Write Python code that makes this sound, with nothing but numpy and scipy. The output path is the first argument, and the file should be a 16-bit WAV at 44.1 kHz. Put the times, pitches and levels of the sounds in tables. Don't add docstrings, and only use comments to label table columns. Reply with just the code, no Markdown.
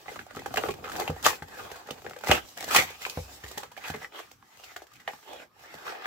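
import sys
import numpy as np
from scipy import signal
from scipy.fft import rfft, irfft, next_fast_len
from scipy.io import wavfile
from scipy.ndimage import uniform_filter1d, map_coordinates

SR = 44100
rng = np.random.default_rng(int(sys.argv[2]) if len(sys.argv) > 2 else 0)


def wav_record(signal):
    frames = np.transpose(np.atleast_2d(signal))
    bounded = np.clip(frames, -1, 1)
    quanta = np.round(bounded * 32767).astype(np.int16)
    wavfile.write(sys.argv[1], SR, quanta)


def to_linear_factor(level_db):
    exponent = np.asarray(level_db, float) / 20
    return 10 ** exponent


N = 267246


def unit(x):
    return x / np.sqrt(np.mean(x ** 2, axis=-1, keepdims=True) + 1e-20)


def along(points, hz):
    f, v = np.transpose(points)
    return np.interp(np.log(hz + 1), np.log(f + 1), v)


def filtered(x, response):
    m = next_fast_len(x.shape[-1] + 8192)
    spectrum = rfft(x, m) * response(np.fft.rfftfreq(m, 1 / SR))
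    return irfft(spectrum, m)[..., :x.shape[-1]]


def causal(gain):
    cep = irfft(np.log(gain + 1e-6))
    half = cep.shape[-1] // 2
    cep[..., 1:half] *= 2
    cep[..., half + 1:] = 0
    return np.exp(rfft(cep))


def peak(hz, centre_hz, width_hz):
    return hz * width_hz / np.hypot(centre_hz ** 2 - hz ** 2, hz * width_hz)


def coloured(spectrum):
    return lambda hz, t: to_linear_factor(along(spectrum, hz))


def wobble(rate):
    knots = rng.standard_normal(int(N * rate / SR) + 4)
    return map_coordinates(knots, [np.arange(N) * rate / SR])


def curves(rows):
    s, *cols = np.transpose(rows)
    return [np.interp(np.arange(N) / SR, s, c) for c in cols]


def at_times(curve):
    return lambda t: np.interp(t * SR, np.arange(N), curve)


# f/Hz, correlation [0-1]
ALIKE = [(60, 0.51), (200, 1), (300, 0.51), (450, 0.59), (900, 0.15), (2400, 0.17), (8000, 0.047)]


def ports(pair, hz):
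    turn = np.arccos(np.clip(along(ALIKE, hz), 0, 1)) / 2
    mid, side = pair[0] * np.cos(turn), pair[1] * np.sin(turn)
    return np.array([mid + side, mid - side])


def texture(gain, grain, patchy_db):
    hz, t, z = signal.stft(grain * rng.standard_normal((2, N)), SR, nperseg=512)
    field = uniform_filter1d(rng.standard_normal(z.shape[1:]), size=3, axis=0)
    field = uniform_filter1d(field, size=12, axis=1)
    patches = to_linear_factor(patchy_db * field / field.std())
    z = ports(z, hz[:, None]) * gain(hz[:, None], t) * patches
    return unit(signal.istft(z, nperseg=512)[1][:, :N])


# f/Hz, width/Hz, level/dB
BOX = [(420, 360, -4.5), (520, 39, -24), (615, 20, -25.5), (810, 45, 4), (1200, 110, -0.5),
       (1400, 480, -4.5), (1620, 46, -1.5), (2010, 270, -8), (2490, 62, -3), (2830, 320, -28.5),
       (3780, 350, -25)]


def hollow(hz, db, between_db):
    centre, width, _ = np.transpose(BOX)[..., None]
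    return np.sqrt(to_linear_factor(db) ** 2 @ peak(hz, centre, width) ** 2 + to_linear_factor(between_db) ** 2)


# t/s, level/dB
STRAIN = [(0, -51.5), (.04, -59.5), (.09, -53.5), (.14, -58.5), (.2, -54.5), (.25, -64), (.3, -63.5),
          (.38, -55), (.44, -56), (.52, -57), (.585, -52), (.66, -48.5), (.75, -63.5), (.8, -62),
          (.87, -60.5), (.95, -48.5), (1.01, -45), (1.1, -56), (1.22, -57), (1.24, -44.5), (1.26, -27.5),
          (1.32, -42), (1.39, -59.5), (1.45, -63), (1.6, -49.5), (1.72, -53), (1.85, -58), (1.92, -54.5),
          (2.12, -61.5), (2.2, -61), (2.26, -49), (2.3, -36), (2.33, -31.5), (2.37, -36), (2.41, -54.5),
          (2.55, -63), (2.6, -52), (2.66, -49), (2.7, -38.5), (2.755, -27.5), (2.8, -31.5), (2.83, -34.5),
          (2.87, -46.5), (2.98, -55.5), (3.04, -46.5), (3.13, -54.5), (3.2, -53.5), (3.28, -59),
          (3.34, -53), (3.39, -61.5), (3.43, -59.5), (3.47, -56), (3.63, -53), (3.69, -64), (3.75, -64),
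          (3.82, -49.5), (3.89, -40), (3.925, -54), (3.95, -57), (4.04, -51.5), (4.09, -65), (4.12, -60.5),
          (4.15, -51), (4.195, -49.5), (4.23, -55.5), (4.28, -63.5), (4.38, -68), (4.47, -63),
          (4.63, -54.5), (4.72, -54), (4.8, -61.5), (4.84, -57.5), (4.856, -70.5), (4.91, -65), (4.95, -61),
          (4.978, -64.5), (5.01, -64), (5.05, -63), (5.12, -54.5), (5.21, -60), (5.235, -56), (5.28, -53),
          (5.34, -52), (5.43, -49.5), (5.5, -75), (5.55, -63), (5.63, -48.5), (5.68, -55), (5.73, -48.5),
          (5.78, -49), (5.84, -45.5), (5.88, -36.5), (5.94, -43), (5.98, -47), (6.035, -43.5),
          (6.06, -36.5)]
# t/s, boom level re creak/dB, fibre hiss level re creak/dB, drag level/dB
GRIP = [(0, 0.5, -7.5, 0), (.15, -1, -4, 8), (.4, -7, -10.5, 9), (.6, 8, -2.5, 10.5), (1.0, 7.5, -6.5, 13),
        (1.3, -1.5, -4.5, 6), (1.7, 4, -9, 1.5), (2.2, 2, -6, 9.5), (2.35, -10.5, -15, 10),
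        (2.5, 2, 1.5, 1.5), (2.8, -12, -11.5, 9), (3.0, -6.5, -5, -5), (3.2, 0.5, 0, 3), (3.4, 5, -1.5, 3),
        (3.6, -6, -5, 0.5), (3.85, -9, -13, 2.5), (4.05, 1, -4.5, 1), (4.13, 3.5, -13.5, -9),
        (4.2, -3, -9.5, -5), (4.3, -8.5, -5, -1), (4.4, -3, -6.5, 0), (4.7, -5, -8.5, -5.5),
        (5.2, -6, -7, -2), (5.29, 8.5, -10, 1), (5.44, 4, -14, -6), (5.6, -4.5, -12.5, -3.5),
        (5.88, -0.5, -15.5, -10), (6.06, 0, -22.5, -14)]
RUMBLE_DB, RUMBLE_FOLLOWS = -57.5, 0.43


def strain():
    (creak_db,), (boom_db, fibre_db, drag_db) = curves(STRAIN), curves(GRIP)
    rumble_db = RUMBLE_DB + RUMBLE_FOLLOWS * (creak_db + 51.5) + drag_db
    return creak_db, creak_db + boom_db, creak_db + fibre_db, rumble_db


def slips(rate, spread_db, life, share):
    chance, size = rng.random((2, N))
    sizes = (chance < rate / SR) * to_linear_factor(spread_db * np.log(size + 1e-9))
    decay = np.exp(-np.arange(2000) / (life * SR))
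    steady = np.sqrt(1 - share ** 2) * 0.31
    return steady + share * unit(signal.fftconvolve(sizes, decay)[:N])


# t/s, middle pitch f/Hz, crackle share [0-1] before strain shifts it
PANEL = [(0.0, 1900, 0.37), (0.15, 1400, 1), (0.7, 1400, 1), (1.3, 1600, 0.85), (2.0, 1690, 0.98),
         (2.35, 2700, 0.56), (2.6, 1820, 0.62), (2.72, 1370, 0.52), (2.8, 2220, 1), (2.9, 1890, 0.53),
         (3.2, 2630, 0.5), (3.45, 1980, 0.66), (3.71, 1400, 0.66), (3.75, 1900, 0.86), (3.84, 2400, 0.86),
         (3.88, 1400, 0.94), (4.0, 1900, 0.5), (4.08, 1900, 0.42), (4.12, 2700, 0.62), (4.21, 2600, 0.8),
         (4.24, 1900, 0.71), (4.34, 1820, 0.6), (4.4, 1190, 0.25), (4.63, 2680, 0.48), (4.8, 1600, 0.52),
         (5.05, 1790, 0.6), (5.2, 1900, 0.5), (5.23, 3180, 0.44), (5.38, 3100, 0.47), (5.41, 1900, 0.45),
         (5.52, 1400, 0.37), (5.65, 1680, 0.3), (5.75, 2030, 0.3), (5.87, 1320, 0.19), (6.06, 1830, 0.19)]
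PANEL_WANDER = 0.11
# f/Hz, level/dB
CREAK = [(400, -28), (750, -3.5), (1050, -4.5), (2500, -5), (3500, -7), (5000, -14), (8000, -45)]
# f/Hz, level/dB
BOOM = [(150, -27.5), (300, -2.5), (420, 1), (850, -0.5), (1150, -9.5), (2000, -44.5)]
# f/Hz, level/dB
FIBRE = [(1500, -47), (2800, 9.5), (3600, 8), (4300, 7.5), (5500, 5), (7500, 6.5), (12000, -9),
         (16000, -10.5)]
RUSTLE_HZ, RUSTLE_WIDTH_HZ, RUSTLE_DB = 5500, 380, 7.5


def rubbing():
    creak_db, boom_db, fibre_db, _ = strain()
    panel_hz, crackle = curves(PANEL)
    pitch = at_times(panel_hz * np.exp(PANEL_WANDER * wobble(16)))
    share = np.clip(crackle + 0.01 * (creak_db + 47.5), .1, .95)
    sliding, hiss_db = at_times(1 - share), at_times(fibre_db)

    def box(hz):
        return hollow(hz[:, 0], np.transpose(BOX)[2], between_db=-11.5)[:, None]

    def creak(hz, t):
        panel = to_linear_factor(2.0) * peak(hz, pitch(t), .12 * pitch(t))
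        return to_linear_factor(along(CREAK, hz)) * np.hypot(box(hz), panel)

    def boom(hz, t):
        return to_linear_factor(along(BOOM, hz)) * box(hz)

    def rustle(hz, t):
        tilt = 0.026 * (hiss_db(t) + 77)
        fibre = to_linear_factor(along(FIBRE, hz) + tilt * np.log2(hz / 7000 + 0.0012))
        skin = to_linear_factor(RUSTLE_DB) * sliding(t) * peak(hz, RUSTLE_HZ, RUSTLE_WIDTH_HZ)
        return fibre * np.hypot(1, skin)

    grain = slips(rate=200, spread_db=4, life=0.016, share=share)
    fine = slips(rate=300, spread_db=3.5, life=0.013, share=share)
    board = to_linear_factor(creak_db) * texture(creak, grain, patchy_db=3.0)
    board += to_linear_factor(boom_db) * texture(boom, grain, patchy_db=2.5)
    return board + to_linear_factor(fibre_db) * texture(rustle, 0.28 * grain + 1.2 * fine + 0.5, patchy_db=2.5)


# t/s, left lag/ms, left-right level difference/dB
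PLACE = [(0, 0.1, -1), (1.2, 0.093, 0), (2.5, 0.077, -0.5), (3.1, 0.17, -0.5), (3.8, 0.074, -2),
         (4.1, 0.017, -0.5), (4.6, 0.073, 0.5), (5.3, -0.091, -2.5), (5.7, 0.19, -1)]


def placed(box):
    (lag_ms, pan_db), at = curves(PLACE), np.arange(N)
    half = lag_ms * SR / 2000
    left = map_coordinates(box[0], [at - half], order=5) * to_linear_factor(pan_db / 2)
    right = map_coordinates(box[1], [at + half], order=5) * to_linear_factor(-pan_db / 2)
    return np.array([left, right])


# f/Hz, level per Hz/dB
RUMBLE = [(15, -73), (25, -23), (70, -6), (114, -4), (151, -7), (184, -20), (300, -4.5), (390, -39),
          (660, -120)]


def rumble():
    level_db = strain()[3] + 3 * wobble(11)
    return to_linear_factor(level_db) * texture(coloured(RUMBLE), 1, patchy_db=3.5)


# f/Hz, level per Hz/dB
AIR = [(15, -55.5), (25, -32.5), (127, -37), (185, 1.5), (270, -28), (335, -1), (531, -24.5), (1160, -3.5),
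       (1840, -17), (14800, -41), (16000, -57.5)]


def room_tone():
    return to_linear_factor(-70) * texture(coloured(AIR), 1, patchy_db=3)


# f/Hz, t60/s
ROOM = [(150, 0.29), (1000, 0.083), (5000, 0.1), (14000, 0.15)]


def room(x):
    hz, t, z = signal.stft(rng.standard_normal((2, SR // 3)), SR, nperseg=256)
    decay = to_linear_factor(-60 * t / along(ROOM, hz)[:, None])
    tail = signal.istft(z * decay, SR, nperseg=256)[1]
    late = np.pad(x, ((0, 0), (300, 0)))
    return signal.fftconvolve(late, tail / np.linalg.norm(tail[0]), axes=1)[:, :N]


LOW_PANELS_HZ = [412, 497, 740, 840]
TICKS, TICK_DB, TICK_SPREAD_DB = 30, 9, 2.5
SMALL_T60_MS, SMALL_T60_SPREAD = 44, .1


def ticks():
    u, g = rng.random((TICKS, 2)).T, rng.standard_normal((TICKS, 4)).T
    s = u[0] * (N - 1) / SR
    db = np.interp(s, *np.transpose(STRAIN)) + TICK_DB + TICK_SPREAD_DB * g[0]
    low_hz, high_hz = rng.choice(LOW_PANELS_HZ, TICKS), 1100 + 1100 * u[1]
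    high_db, fibre_db = -6 + 3 * g[1], -14 + 5 * g[2]
    t60_ms = SMALL_T60_MS * np.exp(SMALL_T60_SPREAD * g[3])
    return np.transpose([s, db, low_hz, high_hz, high_db, fibre_db, t60_ms])


# t/s, nominal peak level/dB, low panel f/Hz, high panel f/Hz,
# high panel level re peak/dB, fibre level re peak/dB, t60/ms
SNAPS = [(0.057, -32, 790, 1210, -4.5, -39, 55), (0.08, -24, 770, 2010, -5.5, -25, 55),
         (0.114, -28, 460, 1080, -25, -21, 38), (0.157, -26, 740, 1170, -3.5, -23, 58),
         (0.19, -25.5, 364, 1580, -0.5, -21, 48), (0.263, -34, 730, 1500, -16, -18, 35),
         (0.307, -32.5, 600, 1220, -3.5, -18, 39), (0.347, -30.5, 716, 1220, -3, -15, 42),
         (0.3665, -22, 373, 1250, -4.5, -23, 42), (0.39, -28, 376, 2000, -5.5, -14, 51),
         (0.417, -31, 810, 1640, -10, -22, 31), (0.458, -18, 800, 1590, -10, -20, 37),
         (0.505, -30, 740, 1400, -8, -30, 55), (0.538, -17, 720, 1220, -7.5, -16.5, 43),
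         (0.57, -16, 840, 1120, 0.5, -36, 33), (0.577, -15, 725, 2860, -4, -36, 47),
         (0.6354, -13, 370, 1200, -3.5, -42, 30), (0.685, -12, 380, 1130, -8, -26, 48),
         (0.704, -31.5, 520, 2400, 1.5, -5.5, 64), (0.84, -23.5, 514, 1290, -3, -22, 66),
         (0.875, -30, 535, 1210, 3, -16, 45), (0.895, -25, 517, 1250, -1.5, -15, 37),
         (0.916, -26.5, 810, 1600, -1, -11.5, 53), (0.96, -24.5, 810, 1620, -3, -8, 39),
         (0.996, -19, 710, 1110, -6.5, -9, 29), (1.019, -20, 360, 2010, -8, -34, 45),
         (1.076, -16, 810, 2620, -4.5, -21.5, 40), (1.098, -17, 466, 1300, -15, -23, 49),
         (1.161, -27, 726, 980, -8, -39.5, 40), (1.238, -32.5, 784, 1130, -1, 6.5, 61),
         (1.247, -21, 740, 3160, 4, -6, 35), (1.254, -14.5, 490, 1860, -1.5, -3.5, 41),
         (1.2619, -2, 685, 1140, -1.5, -12.5, 28), (1.27, -16.5, 999, 1140, 5, -11, 37),
         (1.28, -15.5, 920, 1870, -4, -11, 81), (1.303, -20.5, 810, 1090, 1.5, -21, 45),
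         (1.421, -24.5, 844, 1600, -4.5, -19.5, 46), (1.574, -31.5, 490, 1610, -8, -20, 46),
         (1.714, -26.5, 420, 1900, -6, -11.5, 25), (1.755, -32.5, 740, 1100, -3, -13, 70),
         (1.863, -35.5, 506, 1810, -3, -12, 77), (1.886, -25.5, 507, 1320, -7, -30, 48),
         (1.906, -21.5, 490, 3000, -4, -11.5, 27), (2.043, -26.5, 415, 1340, -13, -23, 65),
         (2.063, -21.5, 420, 1690, -4.5, -26.5, 38), (2.108, -27.5, 740, 1370, -5, -22, 35),
         (2.161, -26.5, 510, 1680, -8, -21, 50), (2.235, -20.5, 730, 1410, -6, -17, 54),
         (2.269, -17, 810, 2010, -5.5, -12.5, 50), (2.291, -12.5, 520, 1500, -7, -35, 28),
         (2.302, -11.5, 696, 1270, -3.5, -20, 68), (2.312, -2, 810, 2010, -3, -14, 22),
         (2.316, -5.5, 535, 3000, -4.5, -32, 51), (2.375, -20, 800, 1570, -3.5, -19, 63),
         (2.57, -28.5, 706, 1620, -4.5, -6, 63), (2.601, -26.5, 750, 1810, -8, -6, 58),
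         (2.639, -25.5, 650, 1860, -5, -4.5, 39), (2.676, -26.5, 626, 1910, -10, -12, 51),
         (2.706, -17, 610, 1290, -1, -12, 64), (2.746, -11.5, 900, 1130, 0, -22, 59),
         (2.76, -6.5, 940, 2400, -2, -5, 47), (2.785, -7.5, 533, 2200, -1.5, -15, 53),
         (2.901, -31.5, 478, 2050, -8, -9, 29), (3.015, -34, 784, 2100, 0.5, -4, 59),
         (3.05, -25.5, 790, 2310, 8, -18, 29), (3.061, -22, 786, 1040, -5, -14, 39),
         (3.096, -32.5, 450, 2490, -0.5, 4, 36), (3.171, -19.5, 528, 1100, -9, -28, 48),
         (3.436, -29, 405, 1830, -2, -12, 52), (3.51, -31.5, 412, 1200, -6, -6.5, 58),
         (3.573, -22, 824, 1850, -8, -6.5, 53), (3.63, -25, 1020, 1226, -5.5, -15.5, 58),
         (3.714, -33.5, 980, 1030, -7.5, -14.5, 55), (3.765, -32.5, 646, 1730, -1, -16, 42),
         (3.773, -28, 780, 2290, -6.5, -15.5, 61), (3.898, -23.5, 740, 1400, -10, -12, 41),
         (3.938, -22.5, 420, 2050, -6, -20.5, 61), (4.014, -30.5, 810, 1960, -4, -37, 79),
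         (4.044, -31.5, 780, 1920, 5.5, -42, 47), (4.3125, -39.5, 770, 2310, -4, -5, 18),
         (4.424, -40.5, 787, 1120, -1, -29, 30), (4.595, -39, 783, 1200, -7, -14.5, 55),
         (4.636, -35.5, 760, 2760, -2.5, -7, 53), (4.715, -37, 766, 1400, -3, -30, 46),
         (4.761, -26, 730, 1560, -2, -11.5, 46), (4.817, -31.5, 710, 1670, -13, -18.5, 43),
         (4.914, -44.5, 690, 1200, 0.5, -14, 51), (4.953, -48.5, 883, 2400, 2, -3.5, 62),
         (4.996, -44, 619, 1970, 0.5, -8, 74), (5.075, -17.5, 786, 1840, -4.5, -24, 58),
         (5.132, -30, 835, 1160, -5, -20, 44), (5.329, -35.5, 830, 2340, -7, -7.5, 40),
         (5.562, -48.5, 870, 1200, -18.5, -36, 61), (5.591, -45.5, 802, 1280, -11, -8.5, 49),
         (5.739, -30, 760, 2030, -11, -14.5, 43), (5.85, -33, 444, 1280, 0, -30, 84),
         (5.876, -26, 960, 1400, 2, -26, 66), (5.95, -31, 825, 2010, -8, -31, 24)]
SHARP_T60_MS = 30.6
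PANEL_WIDTH_HZ = 105


def snaps():
    rows = np.vstack([breaks(), SNAPS, ticks()])
    s, db, low_hz, high_hz, high_db, fibre_db, t60_ms = np.transpose(rows)[..., None]
    t60 = t60_ms / 1000
    blur = np.clip(SHARP_T60_MS / np.maximum(t60_ms, 1), .4, 3) ** 1.43
    t, hz = np.arange(8192) / SR, np.fft.rfftfreq(8192, 1 / SR)
    noise = rng.standard_normal((3, len(s), len(t)))

    ragged = to_linear_factor(5.5 * unit(uniform_filter1d(noise[2], size=60)))
    rattle = ragged * to_linear_factor(-60 * t / np.clip(t60, .008, .3)) * (t < .15)
    sudden = np.clip((.1 - t60) / 0.064, 0, 1)
    onset = 1 - np.exp(-(t / (.006 - 0.0051 * sudden)) ** 2)
    burst = noise[:2] * onset * (rattle + 0.98 * sudden * to_linear_factor(-60 * t / 0.024))
    tearing = burst * (1 - np.exp(-t / .002))
    crack = 40 * blur[:, 0] ** 0.67 * sudden[:, 0]
    burst[:, :, 12] += crack * np.sign(noise[:2, :, 0]) * [[1], [.3]]

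    strengths = np.transpose(BOX)[2] + 3 * rng.standard_normal((len(s), len(BOX)))
    box = hollow(hz, strengths, between_db=-30.5)
    low = to_linear_factor(along(BOOM, hz)) * np.hypot(box, to_linear_factor(7) * peak(hz, low_hz, PANEL_WIDTH_HZ))
    high = to_linear_factor(along(CREAK, hz)) * np.hypot(box, to_linear_factor(11.5) * peak(hz, high_hz, 0.16 * blur * high_hz))
    fibre = to_linear_factor(along(FIBRE, hz))
    bending = np.exp(-1j * 0.8003 * np.sqrt(hz))

    low_share = np.sqrt(np.clip(1 - to_linear_factor(high_db) ** 2, .03, 1))
    sound = 0
    for source, gain, share in ((burst, low, low_share), (burst, high, to_linear_factor(high_db)),
                                (tearing, fibre, to_linear_factor(fibre_db))):
        part = irfft(ports(rfft(source) * causal(gain) * bending, hz))
        power = uniform_filter1d(np.mean(part ** 2, axis=0), size=300)
        sound = sound + share * part / np.sqrt(power.max(axis=1))[:, None]
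    sound = to_linear_factor(db - 11.5) * sound
    out = np.zeros((2, N + len(t)))
    for k, start in enumerate(np.round(s[:, 0] * SR).astype(int)):
        out[:, start:start + len(t)] += sound[:, k]
    return out[:, :N]


# t/s, nominal peak level/dB, high panel f/Hz, fibre level re peak/dB
BREAKS = [(0.212, -31, 730, -36), (0.359, -39.5, 1280, -1), (0.459, -27, 1570, -19.5),
          (0.558, -23, 1950, -8), (0.5702, -12, 1510, -15), (0.578, -14.5, 820, -28), (0.6, -37, 696, -20),
          (0.61, -30, 720, -20), (0.66, -32, 1300, -12), (0.738, -31.5, 780, -12),
          (0.856, -26.5, 1620, -20), (0.866, -28, 810, -29), (0.887, -30, 1270, -17),
          (0.931, -30, 750, -19), (0.943, -39, 1210, -12), (0.953, -21, 806, -20), (1.007, -19, 786, -28),
          (1.037, -34, 834, -12), (1.225, -39, 1500, 5), (1.328, -28, 1090, -17), (1.4205, -35, 1710, -27),
          (1.481, -41, 830, -6), (1.984, -48, 740, -13), (2.018, -36, 756, -26), (2.094, -35, 760, -7.5),
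          (2.133, -29, 770, -22), (2.186, -37, 778, -7.5), (2.208, -35, 920, -11), (2.262, -27, 794, -9),
          (2.286, -16, 815, -15), (2.331, -24, 2400, -4), (2.346, -19, 1700, -13),
          (2.358, -23.5, 2750, -16), (2.485, -47, 3150, 3), (2.582, -30, 1870, -16.5),
          (2.625, -23, 726, -10), (2.685, -34, 1200, 1), (2.715, -39, 1280, -18.5), (2.729, -32, 1240, -9),
          (2.7451, -10.5, 1060, -5), (2.753, -12, 1200, -9), (2.767, -14.5, 1540, -2.5),
          (2.779, -16, 2040, -14), (2.798, -21, 2110, -5), (2.808, -32, 1310, -6), (2.82, -23, 2430, -8),
          (3.462, -36, 2000, -15), (3.479, -38.5, 900, -1), (3.838, -33, 2400, -27), (3.852, -36, 910, -28),
          (3.879, -35, 1400, 0), (3.902, -28, 850, -16), (3.958, -34.5, 710, -9), (4.122, -37.5, 810, -25),
          (4.189, -28, 1040, -17), (4.198, -27, 640, -24), (4.571, -44, 802, -6), (4.763, -32.5, 1630, -14),
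          (4.8, -43, 920, -21), (4.867, -48.5, 1880, -3), (4.933, -51, 1280, 2), (5.816, -43, 810, -19),
          (5.0761, -28, 2920, -19), (5.227, -40, 850, -22.5), (5.751, -38, 680, -15),
          (5.784, -32, 770, -20), (5.865, -26, 1100, -22), (5.898, -36, 1220, -22), (5.921, -25, 703, -27),
          (6.02, -30, 756, -22), (6.045, -26, 740, -28), (6.055, -18.5, 1600, -36)]
BREAK_T60_MS, BREAK_HIGH_DB = 31, -1.5


def breaks():
    s, db, hz, fibre_db = np.transpose(BREAKS)
    low_hz, same = rng.choice(LOW_PANELS_HZ, len(s)), np.ones(len(s))
    return np.transpose([s, db, low_hz, hz, BREAK_HIGH_DB * same, fibre_db, BREAK_T60_MS * same])


# t/s, nominal level/dB, hardness/dB per octave, t60/s before each mode's own factor
BUMPS = [(0.367, -59.5, 18, 0.094), (0.684, -53, 12, 0.4), (0.792, -43.5, -1.5, 0.19),
         (1.096, -28.5, 1, 0.22), (1.262, -41, 2.5, 0.21), (1.421, -41.5, 0.5, 0.19),
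         (1.716, -48, -7, 0.15), (1.909, -55.5, 12, 0.29), (2.06, -66.5, 11, 1), (2.2954, -21, -0.5, 0.13),
         (2.759, -43, 3.5, 0.6), (3.05, -56, -6, 0.19), (3.173, -28, -3.5, 0.23),
         (3.439, -34.5, -23, 0.095), (3.573, -68, 21.5, 0.11), (3.901, -38.5, 4.5, 0.19),
         (3.945, -59, 13.5, 0.48), (4.76, -59, -18, 0.24), (5.078, -69, 14, 0.18), (5.135, -74, 17, 0.3),
         (5.748, -59, 9.5, 0.25)]
# f/Hz, level/dB, t60 as a multiple of the bump's
DESK = [(65.5, -16.5, 2.6), (88, -0.5, 0.81), (119.7, -1, 0.34), (152.5, 1, 0.48), (185, -16.5, 0.28),
        (218.6, -1.5, 0.23), (255.3, -12, 0.39)]


def bumps():
    out, t = np.zeros(N + SR), np.arange(SR // 2) / SR
    for s, db, hard, t60 in BUMPS:
        ring = 0
        for hz, level, life in DESK:
            mode_db = level + hard * np.log2(hz / 88) + rng.normal(0, 1.0)
            build = 1 - np.exp(-t * hz / 0.32)
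            ring = ring + to_linear_factor(mode_db - 60 * t / (life * t60)) * np.sin(2 * np.pi * hz * t) * build
        out[round(s * SR):][:len(t)] += to_linear_factor(db) * ring
    return filtered(out[:N], lambda hz: causal(to_linear_factor(along([(25, -32.5), (58, 7.5)], hz))))


def scene():
    box = placed(rubbing() + snaps())
    return box + to_linear_factor(-7.0) * room(box) + rumble() + bumps() + room_tone()


def band_limit(x):
    return signal.sosfilt(signal.butter(12, 16810, fs=SR, output="sos"), x)


# f/Hz, level/dB
PORT = [(25, -16.5), (55, -7), (6500, 6), (8000, 4), (9600, 2.5), (11500, 14), (14000, 16.5)]
TOP_HZ = 15700


def record(dry):
    def port(hz):
        return causal(to_linear_factor(along(PORT, hz)))

    def treble_end(hz):
        return 1 / np.hypot(1, (hz / TOP_HZ) ** 100)

    heard = filtered(dry, lambda hz: port(hz) * treble_end(hz))
    heard = heard / (1 + np.abs(heard / .9) ** 6) ** (1 / 6)
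    return band_limit(heard)


dry = scene()
out = record(dry)
wav_record(out)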